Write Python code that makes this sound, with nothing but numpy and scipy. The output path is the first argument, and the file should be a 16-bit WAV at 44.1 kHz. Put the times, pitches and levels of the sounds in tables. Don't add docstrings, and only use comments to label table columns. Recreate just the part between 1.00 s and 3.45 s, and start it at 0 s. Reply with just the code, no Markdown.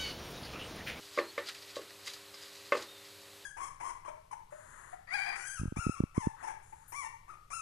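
import sys
import numpy as np
from scipy import signal
from scipy.fft import rfft, irfft
from scipy.io import wavfile
from scipy.ndimage import uniform_filter1d

SR = 44100
rng = np.random.default_rng(int(sys.argv[2]) if len(sys.argv) > 2 else 0)


def to_linear_factor(level_db):
    exponent = np.asarray(level_db, float) / 20
    return 10 ** exponent


def wav_out(sig):
    wavfile.write(sys.argv[1], SR, np.round(np.clip(np.atleast_2d(sig).T, -1, 1) * 32767).astype(np.int16))


N = 108000


def rms_one(x):
    return x / np.sqrt(np.mean(x ** 2) + 1e-20)


def at_hz(points, hz):
    points = np.array(points)
    return np.interp(np.log(hz), np.log(points[:, 0]), points[:, 1])


def drift(rate):
    pole = np.exp(-80 * np.pi * rate / SR)
    chance = rng.standard_normal(N // 40 + 2002)
    slow = signal.lfilter([1], [1, -2 * pole, pole * pole], chance)[2000:]
    return np.interp(np.arange(N) / 40, np.arange(len(slow)), rms_one(slow))


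def ring(clicks, hz, t60):
    r, w = to_linear_factor(-60 / (t60 * SR)), 2 * np.pi * hz / SR
    return signal.lfilter([0, np.sin(w)], [1, -2 * r * np.cos(w), r * r], clicks + 1e-18)


def soft_ring(clicks, hz, t60, rise_t60):
    return ring(clicks, hz, t60) - ring(clicks, hz, rise_t60)


def low(x, hz):
    return signal.sosfilt(signal.butter(2, min(hz, .45 * SR), fs=SR, output="sos"), x)


def high(x, hz, order=2):
    return signal.sosfilt(signal.butter(order, hz, "high", fs=SR, output="sos"), x)


def band_noise(low_hz, high_hz):
    sos = signal.butter(2, [low_hz, high_hz], "band", fs=SR, output="sos")
    return signal.sosfilt(sos, rng.standard_normal(N))


def coloured(spectrum):
    hz = np.arange(1, N // 2 + 2) * SR / N
    inside = (hz >= spectrum[0][0]) & (hz < spectrum[-1][0])
    return rms_one(irfft(rfft(rng.standard_normal(N)) * to_linear_factor(at_hz(spectrum, hz)) * inside, N))


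def swell(t, peak, rise, fall):
    return np.exp(-np.maximum((peak - t) / rise, (t - peak) / fall))


# f/Hz, level/dB
MAINS = [(100, -75), (200, -79), (300, -71), (400, -64.5), (500, -80), (600, -80.5)]
# f/Hz, level/dB
LAMPS = [(7838, -76), (7897, -75), (12000, -79)]


def hum():
    t = np.arange(N) / SR
    return sum(np.sqrt(2) * to_linear_factor(db) * np.sin(2 * np.pi * (hz * t + rng.random())) for hz, db in MAINS + LAMPS)


# t/s, level/dB
MOTOR_LEVEL = [
    (0, -87),
    (.6, -72),
    (.9, -70.5),
    (1.6, -68),
    (2.45, -68.5),
]


def motor():
    t = np.arange(N) / SR
    return np.sqrt(2) * to_linear_factor(np.interp(t, *np.transpose(MOTOR_LEVEL))) * np.sin(2 * np.pi * 552 * t)


# f/Hz, density/dB per Hz
RUMBLE_COLOUR = [(25, -28), (45, -18), (100, -2.5), (150, -9.5), (250, -14.5), (450, -5), (700, -5.5),
                 (1000, -7.5)]
# f/Hz, density/dB per Hz
HISS_COLOUR = [(590, -56), (1000, -0.5), (1220, -0.5), (1480, -2), (3390, -1.5), (4200, 0.5), (4700, -5),
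               (5620, -6.5), (14600, -10)]


def room_tone():
    hiss = to_linear_factor(-56 + 0.15 * drift(0.9)) * coloured(HISS_COLOUR)
    return hiss + to_linear_factor(-66) * coloured(RUMBLE_COLOUR)


# peak t/s, level/dB, rise/s, fall/s, brightness/dB
CRINKLES = [(0.174, -55.5, 0.033, 0.014, -5.5), (0.188, -52, 0.0041, 0.011, -20),
            (.40, -62.5, 0.022, 0.032, -21.5), (0.474, -49, 0.013, 0.008, -2.5),
            (0.488, -44.5, 0.0039, 0.018, -8.5), (0.547, -52.5, 0.0007, 0.023, -6),
            (0.626, -56.5, 0.0044, 0.017, -6), (0.701, -56, 0.018, 0.016, -5),
            (0.76, -46.5, 0.0055, 0.016, -5), (.82, -62, .01, 0.012, -10),
            (0.906, -59.5, 0.0017, 0.0063, -11.5), (1.032, -68, 0.0011, 0.0079, -8),
            (1.077, -43, 0.013, 0.0092, -1.3), (1.097, -53.5, 0.0088, 0.04, -2),
            (1.138, -50.5, 0.0033, 0.0091, 2.5), (1.164, -68, .003, 0.03, -5),
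            (1.343, -59.5, 0.0032, 0.0098, 1), (1.384, -62, 0.006, .01, -6),
            (1.429, -56.5, 0.032, 0.051, -4), (1.56, -57.5, 0.015, 0.015, -4),
            (1.67, -59.5, 0.021, .015, -2), (1.779, -50.5, 0.03, 0.022, -1),
            (1.826, -50.5, 0.0075, 0.013, -0.5), (2.057, -64.5, 0.029, 0.032, -8),
            (.04, -66, 0.095, 0.13, 1),
    (1.61, -60, .01, 0.0063, -8),
    (1.859, -80, 0.0068, 0.015, -24),
]
# f/Hz, level/dB
PAPER_COLOUR = [(900, -37.5), (1800, -8), (2800, -3.5), (3900, 3.5), (4900, 4), (5800, -0.5), (8000, -2.5),
                (13000, -12.5)]
# f/Hz, level/dB, t60/s
FOLDS = [(1930, -14, 0.084), (3926, -8.5, 0.058), (4516, -8, 0.026), (4814, -4.5, 0.026),
         (6770, -10, 0.0059)]


def paper():
    grains_per_s, grain_spread_db, grain_cycles = 14000, 2.5, 22.0
    t, out = np.arange(N) / SR, np.zeros(N)
    struck = rng.random(N) < grains_per_s / SR
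    sizes = to_linear_factor(grain_spread_db * np.minimum(rng.exponential(1, N), 5))
    grains = struck * sizes * rng.choice([-1, 1], N)
    moves = CRINKLES
    swells = np.array([swell(t, s, rise, fall) for s, _, rise, fall, _ in moves])
    _, db, _, _, tilt = np.transpose(moves)
    rustle = to_linear_factor(-68 + 1.5 * drift(12.0))
    dealt = rng.integers(0, 40, N)
    fibres = [(hz, at_hz(PAPER_COLOUR, hz) - 11, grain_cycles / hz) for hz in np.geomspace(900, 13500, 40)]
    for k, (hz, ring_db, t60) in enumerate(fibres + FOLDS):
        level = rustle + to_linear_factor(db + tilt * np.log2(hz / 4000)) @ swells
        mine = dealt % (40 if k < 40 else 5) == k % 40
        out += to_linear_factor(ring_db) * rms_one(ring(grains * mine, hz, t60)) * level
    return high(out, 740)


def shop(x):
    t60_s, wall_cut_hz = 0.41, 3800
    out, dull = np.zeros(N), np.exp(-2 * np.pi * wall_cut_hz / SR)
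    for k, lag in enumerate((np.geomspace(.0113, .043, 12) * SR).astype(int)):
        loop, gain, state = x.copy(), to_linear_factor(-60 * lag / SR / t60_s), [0.]
        for i in range(lag, N, lag):
            back, state = signal.lfilter([gain * (1 - dull)], [1, -dull], loop[i - lag:i], zi=state)
            loop[i:i + lag] += back[:N - i]
        out += (loop - x) * (-1) ** k
    return out


# t/s, low f/Hz, high f/Hz, level/dB
SIDE_PATCHES = [(.53, 5600, 11700, -64), (.945, 8990, 10500, -70), (.995, 4220, 5210, -67),
                (2.225, 4700, 6300, -68), (.035, 12500, 13400, -81), (.145, 13800, 14500, -78),
                (.53, 13400, 14500, -79), (.67, 12800, 14500, -76), (.845, 13400, 14500, -79),
                (.945, 13200, 14600, -74), (1.325, 13400, 14500, -79), (1.425, 13300, 14500, -78),
                (2.19, 13200, 14500, -78), (2.38, 13400, 14500, -79)]


def patches():
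    t, length_s = np.arange(N) / SR, .035
    out = np.zeros(N)
    for s, low_hz, high_hz, db in SIDE_PATCHES:
        gate = np.clip(2 - 4 * abs(t - s) / length_s, 0, 1)
        out += to_linear_factor(db) * coloured([(low_hz, 0), (high_hz, 0)]) * gate
    return out


# t/s, level/dB, brightness/dB per octave, place/-1 middle to 1 rim, turn/-1 to 1 around the bowl
KNOCKS = [(0.175, -29.5, -5.5, -0.26, 0.026), (0.1869, -26, 2, 0.7, 0.72), (0.212, -47, 3, 0.38, -0.28),
          (0.248, -55, 6, 0.67, 0.026), (0.3785, -29.5, 3, 0.59, 0.37), (0.391, -49, -8.5, 0.4, 0.43),
          (0.767, -39, -6.5, 0.41, 0.15), (0.787, -47, -8, 0.022, 0.16), (1.074, -48.5, 12.5, 0.012, 0.25),
          (1.341, -56, 3.5, -0.36, 0.48), (1.721, -20.5, 2, 0.31, -0.19), (1.7502, -29, -1.8, 0.14, 0.34),
          (1.767, -58, 8, .1, .4), (1.790, -48.5, 6, 0.34, 0.035)]


def knock_clicks(hz, rim_db=0, turn_db=0):
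    s, db, tilt, place, turn = np.transpose(KNOCKS)
    train = np.full(N, 1e-18)
    bright_db = tilt * np.log2(max(hz, 420) / 1000)
    train[(s * SR).astype(int)] = to_linear_factor(db + bright_db + place * rim_db + turn * turn_db)
    return train


MODE_HZ = [342, 386, 495, 565, 615, 1105, 1180, 1291, 1530, 1790, 1940, 2082, 2250, 2585]
# level/dB, t60/s, gain towards the rim/dB, gain with the turn/dB
MODES = [(-19.5, 0.28, -16, 6), (-12, 0.21, 2.5, -11), (-7.5, 0.084, 5, 9.5), (0, 0.12, 4, -6),
         (-12.5, 0.04, 13, -4), (1.5, 0.077, -6, -7), (-2.5, 0.073, -4, 3.5), (-28, 0.46, 5.5, -3.5),
         (-3, 0.049, -7, -6.5), (-12.5, 0.094, 8, 2.5), (-22, 0.064, -15, -4), (-0.5, 0.05, -10.5, -3),
         (-18, 0.033, 8.5, 12), (-12, 0.081, -14, -10)]
# f/Hz, level/dB, t60/s, gain towards the rim/dB
POK = [(527, -4.5, 0.056, 11), (1162, -15, 0.056, -13.5), (2130, -8, 0.015, 16)]


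def bowl_modes():
    out = np.zeros(N)
    modes = [(hz, *mode) for hz, mode in zip(MODE_HZ, MODES)]
    poks = [(*pok, 0) for pok in POK]
    for hz, db, t60, rim_db, turn_db in modes + poks:
        rise_t60 = max(.004, 4.5 / hz)
        out -= to_linear_factor(db) * soft_ring(knock_clicks(hz, rim_db, turn_db), hz, t60, rise_t60)
    out = high(out, 240)
    out = signal.lfilter(*signal.iirnotch(941, 5.2, fs=SR), out)
    return low(out, 3120)


# f/Hz, level/dB, t60/s
BENCH = [(333, -27.5, 0.33), (385, -24.5, 0.2), (560, -19.5, 0.2), (820, -28, 0.26), (1220, -30.5, 0.36),
         (1520, -28, 0.23), (2000, -32.5, 0.32), (3000, -21, 0.046)]


def bench():
    out, points = np.zeros(N), np.array(BENCH)
    rise = np.exp(-1 / (.007 * SR))
    for hz in np.geomspace(330, 3500, 18):
        band = band_noise(hz / 1.075, hz * 1.075)
        even = band / np.sqrt(uniform_filter1d(band ** 2, size=882))
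        fall = to_linear_factor(-60 / (at_hz(points[:, ::2], hz) * SR))
        dying = signal.lfilter([1 - rise], np.convolve([1, -fall], [1, -rise]), knock_clicks(hz))
        out += to_linear_factor(at_hz(points, hz)) * even * dying
    return out


def crack():
    dying = signal.lfilter([1], [1, -np.exp(-1 / (0.015 * SR))], knock_clicks(1800))
    return to_linear_factor(-13.5) * band_noise(1800, 4940) * dying


def bowl():
    leg_hz, thump_hz, thump_t60_s = 237.7, 168, 0.032
    out = bowl_modes() + bench() + crack()
    out = signal.lfilter(*signal.iirnotch(720, 4.54, fs=SR), out)
    leg = soft_ring(knock_clicks(leg_hz), leg_hz, 0.35, 0.066)
    thump = soft_ring(knock_clicks(thump_hz), thump_hz, thump_t60_s, thump_t60_s / 2)
    return out + to_linear_factor(-30) * leg + to_linear_factor(-25) * thump


# peak t/s, level/dB, rise/s, fall/s, f/Hz
RUBS = [
    (0.191, -47, 0.0011, .011, 3490),
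    (.194, -45.5, .001, 0.014, 4380),
    (0.383, -50, 0.0015, 0.018, 3730),
    (.768, -54, 0.013, .025, 1150),
    (1.165, -53.5, 0.0032, 0.0077, 1310),
    (1.342, -48, .0015, .012, 4990),
    (1.415, -56, .006, 0.0066, 4960),
    (1.426, -52, 0.0034, .015, 4940),
    (1.782, -53, 0.0054, .006, 4980),
    (2.5, -57, .005, 0.0053, 1290),
]


def rubs():
    t, out = np.arange(N) / SR, np.zeros(N)
    for s, db, rise, fall, hz in RUBS:
        tone = ring(rng.standard_normal(N), hz, .03)
        even = tone / np.sqrt(uniform_filter1d(tone ** 2, size=441) + 1e-9)
        out += to_linear_factor(db) * swell(t, s, rise, fall) * even
    return out


# t/s, f/Hz, level/dB
BIRD_UP = [
    (.212, 4060, -59),
    (.225, 4050, -56),
    (.245, 4220, -59),
    (.262, 4240, -66),
    (.28, 4240, -59),
    (.3, 4340, -57),
    (.316, 4400, -60),
]
# t/s, f/Hz, level/dB
BIRD_DOWN = [
    (1.875, 3680, -59),
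    (1.89, 3674, -57),
    (1.93, 3710, -58),
    (1.944, 3680, -68),
    (1.954, 3590, -60),
    (1.967, 3720, -67),
    (1.982, 3560, -60),
    (2.005, 3620, -64),
    (2.045, 3520, -68),
]


def bird(note):
    t = np.arange(N) / SR
    s, hz, db = np.transpose(note)
    gate = np.clip(np.minimum(t - s[0], s[-1] - t) / .01, 0, 1)
    level = to_linear_factor(np.interp(t, s, db) + 1.5 * drift(42))
    pitch_hz = np.interp(t, s, hz) + 10.0 * drift(53)
    return np.sqrt(2) * gate * level * np.sin(2 * np.pi * np.cumsum(pitch_hz) / SR)


# t/s, level/dB, fall/s
SNAPS = [(.4693, -48, .002), (0.4885, -40, .0015), (.4912, -37, .002), (0.5484, -46, .002),
         (.623, -49, .002), (.7587, -57, 0.0018), (1.071, -45, .002), (1.0765, -46, 0.0018),
         (1.136, -51, 0.0026), (1.771, -57, 0.0017), (1.81, -43, 0.0034), (1.826, -56, 0.0028)]


def snaps():
    t = np.arange(N) / SR
    bright = low(high(rng.standard_normal(N), 3000, order=1), 10500)
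    return bright * sum(to_linear_factor(db) * (t >= s) * np.exp(-abs(t - s) / fall) for s, db, fall in SNAPS)


def scene():
    near = bowl() + paper() + rubs() + snaps()
    far = bird(BIRD_UP) + bird(BIRD_DOWN) + hum() + motor() + room_tone()
    mid = near + to_linear_factor(-31.5) * shop(near) + far
    return mid + patches() * np.array([[1], [-1]])


def low_pass(x):
    return signal.sosfilt(signal.butter(12, 14720, fs=SR, output="sos"), x)


def record(dry):
    top, cutoff_hz = .4, 14790
    rounded = top * np.tanh(dry / top)
    mix = signal.sosfilt(signal.cheby2(16, 60, cutoff_hz, fs=SR, output="sos"), rounded)
    return low_pass(mix)


dry = scene()
out = record(dry)
wav_out(out)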